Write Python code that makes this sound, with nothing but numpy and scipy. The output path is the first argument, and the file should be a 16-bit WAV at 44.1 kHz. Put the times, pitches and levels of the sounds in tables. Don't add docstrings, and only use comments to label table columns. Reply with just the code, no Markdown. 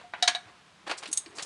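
import sys
import numpy as np
from scipy import signal
from scipy.fft import rfft, irfft, next_fast_len
from scipy.io import wavfile

SR = 44100
rng = np.random.default_rng(int(sys.argv[2]) if len(sys.argv) > 2 else 0)


def pcm_store(signal):
    levels = np.round(np.clip(np.atleast_2d(signal), -1, 1) * 32767)
    wavfile.write(sys.argv[1], SR, levels.astype(np.int16).T)


N = 63945
T = np.arange(N) / SR

# (frequency [Hz], level [dB])
GARAGE_SPECTRUM = [(15, -68), (25, -38), (60, -4), (135, -0.5), (189, 3), (263, -5), (407, -7),
                   (525, -10.5), (613, -8.5), (812, -13), (996, -3.5), (1620, -7), (3580, -8),
                   (9470, -20.5), (11300, -29.5), (14700, -67), (22000, -120)]
# (frequency [Hz], t60 [s])
GARAGE_DECAY = [(200, 0.66), (1500, 0.77), (4000, 0.34), (9000, 0.43)]
# (frequency [Hz], t60 [s])
BAY_DECAY = [(300, 0.18), (2000, 0.2), (9000, 0.12)]

# (time [s], level [dB])
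RUSTLE_LEVELS = [(0, -50), (.03, -55), (.11, -65), (.19, -51.5), (.4, -66), (.48, -55), (.6, -64),
                 (.84, -61.5), (1.0, -53.5), (1.24, -61), (1.3, -57.5), (1.45, -51)]
# (time [s], level [dB], rise [s], t60 [s], tilt [dB/octave])
HOSE_SCUFFS = [(0.864, -39, 0.0041, 0.088, 0), (.872, -34, 0.0054, 0.1, 1.5), (.894, -29, 0.0029, 0.17, 1),
               (.910, -31.5, 0.0051, .11, 0.5), (1.019, -37.5, 0.015, 0.1, 3.5),
               (1.073, -43.5, 0.0047, 0.11, 9), (1.352, -48, 0.03, 0.11, -4),
               (1.3928, -37, 0.0023, 0.14, 3.5)]
# (frequency [Hz], level [dB])
SCUFF_SPECTRUM = [(80, -28), (200, -21), (300, 0.5), (550, 0.5), (850, 4), (1500, 0.5), (2200, -2),
                  (3200, -6), (4500, -10), (5600, -18.5), (9500, -23), (12000, -50)]
# (time [s], level [dB], rise [s], t60 [s])
STEEL_SWISHES = [(.970, -39.5, .016, 0.081), (1.344, -44.5, 0.041, .15), (1.421, -35.5, 0.0062, 0.091)]
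# (frequency [Hz], level [dB])
SWISH_SPECTRUM = [(500, -34), (2000, -13), (4500, 2), (7200, 2), (9500, -1.5), (11000, -20), (13000, -42)]

# (time [s], level [dB])
TOOL_TAPS = [(0.912, -25.5), (1.056, -35.5), (1.0597, -37), (1.2603, -41.5), (1.3840, -32.5), (1.3932, -35)]
# (frequency [Hz], level [dB])
TAP_SPECTRUM = [(150, -26), (400, -9), (750, -3.5), (1300, -6), (2100, -3), (2800, 2.5), (3500, -8),
                (4400, 0.5), (6000, -13), (9500, -20.5), (12000, -44)]
# (time [s], level [dB], centre [Hz], rise [s], t60 [s])
HAND_BUMPS = [(.283, -53, 288, .004, 0.17), (.445, -57.5, 109, 0.013, 0.21), (1.085, -47, 338, 0.0035, .12),
              (1.103, -49, 297, 0.0047, 0.06), (1.261, -51, 358, 0.0022, 0.17),
              (1.285, -63.5, 105, 0.014, .25), (1.30, -56, 360, 0.037, .25)]

# (time [s], ring level [dB], snap level [dB], tilt [dB/octave])
RATCHET_CLICKS = [(1.1148, -42, -39, 0.5), (1.1281, -31, -20.5, 2), (1.1670, -57, -41, -2.5),
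                  (1.1737, -20.5, -21.5, 1.5), (1.4254, -49, -35.5, -5.5)]
# (frequency [Hz], level [dB], t60 [s])
HEAD_MODES = [(3630, -18.5, 0.1), (6460, -2.5, 0.044), (6680, -9, 0.072), (7290, -21, .09),
              (8190, -9, 0.057), (8540, -3, 0.068), (8830, -12, .1), (9800, -18, 0.064)]
# (frequency [Hz], level [dB])
SNAP_SPECTRUM = [(300, -30.5), (1400, -22), (2600, -16.5), (3700, -11), (5700, -10.5), (6500, -3.5),
                 (7600, -8), (8400, 3.5), (9200, -11.5), (10400, -8), (12000, -33), (14000, -34)]

# (time [s], level [dB], rise [s], t60 [s])
BAR_DRAGS = [(0.035, -44.5, 0.0095, 0.2)]
# (time [s], ring level [dB], clash level [dB], knock level [dB], rise [s], tilt [dB/octave])
BAR_BLOWS = [(.1358, -47, -51, -32.5, 0.00083, -3.5), (.2246, -17.5, -17.5, -29.5, 0.0008, -1),
             (.2755, -20, -19.5, -22, 0.0022, 1), (.2772, -27, -16.5, -25, 0.00089, 0),
             (.3490, -26.5, -32.5, -35, .0008, -0.5)]
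# (frequency [Hz], level [dB], t60 [s])
BAR_MODES = [(716.4, -7, .17), (753, -13, .14), (1738, -20.5, .13), (1920, -17, 0.11), (3160, -17, 0.071),
             (3350, -28, .1), (3740, -11.5, 0.13), (3857, 1.5, 0.069), (4020, -9, 0.075),
             (4300, -11.5, .12), (4570, -12.5, 0.059), (5360, -20, .08), (6570, -22, 0.065),
             (8500, -23, 0.16)]
# (frequency [Hz], level [dB])
CLASH_SPECTRUM = [(300, -33), (1000, -26), (2500, -14), (3100, 2.5), (3850, -0.5), (4400, 0), (4900, -7.5),
                  (6500, -4), (7700, -14), (8600, -12.5), (10200, -18.5), (12500, -45)]
# (frequency [Hz], level [dB])
KNOCK_SPECTRUM = [(100, -32), (300, -19), (520, -21.5), (660, -0.5), (1050, -1.5), (1700, 4), (2400, -0.5),
                  (3200, -6), (5000, -30), (11000, -46)]


def amp(db):
    return 10 ** (np.asarray(db) / 20)


def unit(x):
    return x / np.sqrt(np.mean(x ** 2) + 1e-20)


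def along(points, hz):
    freqs, values = np.transpose(points)
    return np.interp(np.log(hz + 1), np.log(freqs + 1), values)


def filtered(x, gain):
    size = next_fast_len(N + 8192)
    return irfft(rfft(x, size) * gain(np.fft.rfftfreq(size, 1 / SR)), size)[:N]


def coloured(x, spectrum, tilt=0):
    gain = lambda hz: amp(along(spectrum, hz) + tilt * np.log2(np.maximum(hz, 250) / 1000))
    return unit(filtered(x, gain))


def noise(spectrum, tilt=0):
    return coloured(rng.standard_normal(N), spectrum, tilt)


def envelope(start, rise, t60):
    age = T - start
    return np.clip(age / rise, 0, 1) * np.exp(-np.log(1000) * np.maximum(age - rise, 0) / t60)


def ring(modes, start, rise, tilt, scatter_db=1.0):
    chance = rng.standard_normal((len(modes), 2))
    centre_hz = np.mean([mode[0] for mode in modes])
    out = np.zeros(N)
    for (hz, db, t60), (scatter, phase) in zip(modes, chance):
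        gain = amp(db + scatter_db * scatter + tilt * np.log2(hz / centre_hz))
        out += gain * envelope(start, rise, t60) * np.sin(2 * np.pi * hz * (T - start) + np.pi * phase)
    return out


def friction(spectrum, tilt=0, slips_per_s=1500):
    slips = (rng.random(N) < slips_per_s / SR) * rng.standard_normal(N)
    return coloured(unit(slips) + rng.standard_normal(N), spectrum, tilt)


def echo(x, decay):
    hz, t, bands = signal.stft(rng.standard_normal(SR * 3 // 4), SR, nperseg=256)
    fade = np.exp(-np.log(1000) * t / along(decay, hz)[:, None])
    _, tail = signal.istft(bands * fade, SR, nperseg=256)
    tail[:SR // 400] = 0
    return signal.fftconvolve(x, tail / np.linalg.norm(tail))[:N]


def in_garage(x, tail_db=-21.5, tone_db=-60.5):
    return x + amp(tail_db) * echo(x, GARAGE_DECAY) + amp(tone_db) * noise(GARAGE_SPECTRUM)


def in_bay(x, echo_db=-10.5):
    return x + amp(echo_db) * echo(x, BAY_DECAY)


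def gloves():
    out = amp(np.interp(T, *np.transpose(RUSTLE_LEVELS))) * friction(SCUFF_SPECTRUM, tilt=0.18)
    for start, db, rise, t60, tilt in HOSE_SCUFFS:
        out += amp(db) * friction(SCUFF_SPECTRUM, tilt) * envelope(start, rise, t60)
    for start, db, rise, t60 in STEEL_SWISHES:
        out += amp(db) * friction(SWISH_SPECTRUM) * envelope(start, rise, t60)
    return out


def hoses(bump_width_oct=0.3):
    taps = sum(amp(db) * noise(TAP_SPECTRUM) * envelope(start, rise=0.00046, t60=0.046)
               for start, db in TOOL_TAPS)
    bumps = np.zeros(N)
    for start, db, centre_hz, rise, t60 in HAND_BUMPS:
        band = lambda hz: np.exp(-0.5 * (np.log2((hz + 1) / centre_hz) / bump_width_oct) ** 2)
        hollow = unit(filtered(rng.standard_normal(N), band))
        bumps += amp(db) * hollow * envelope(start, rise, t60)
    return in_bay(taps) + bumps


def ratchet(rise=0.0003):
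    out = np.zeros(N)
    for start, ring_db, snap_db, tilt in RATCHET_CLICKS:
        snap = amp(snap_db) * noise(SNAP_SPECTRUM, tilt) * envelope(start, rise, t60=0.046)
        out += amp(ring_db) * ring(HEAD_MODES, start, rise, tilt) + in_bay(snap)
    return out


def extension():
    out = np.zeros(N)
    for start, ring_db, clash_db, knock_db, rise, tilt in BAR_BLOWS:
        clash = amp(clash_db) * noise(CLASH_SPECTRUM, tilt) * envelope(start, rise, t60=0.057)
        knock = amp(knock_db) * noise(KNOCK_SPECTRUM, tilt) * envelope(start, rise, t60=0.1)
        out += amp(ring_db) * ring(BAR_MODES, start, rise, tilt) + in_bay(clash + knock)
    lowest_hz = BAR_MODES[0][0]
    for start, db, rise, t60 in BAR_DRAGS:
        out += amp(db) * envelope(start, rise, t60) * np.sin(2 * np.pi * lowest_hz * T)
    return out


def scene():
    work = extension() + ratchet() + gloves() + hoses()
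    return in_garage(work)[None]


def record(dry, cutoff_hz=11600):
    return signal.sosfilt(signal.butter(14, cutoff_hz, fs=SR, output="sos"), dry)


dry = scene()
out = record(dry)
pcm_store(out)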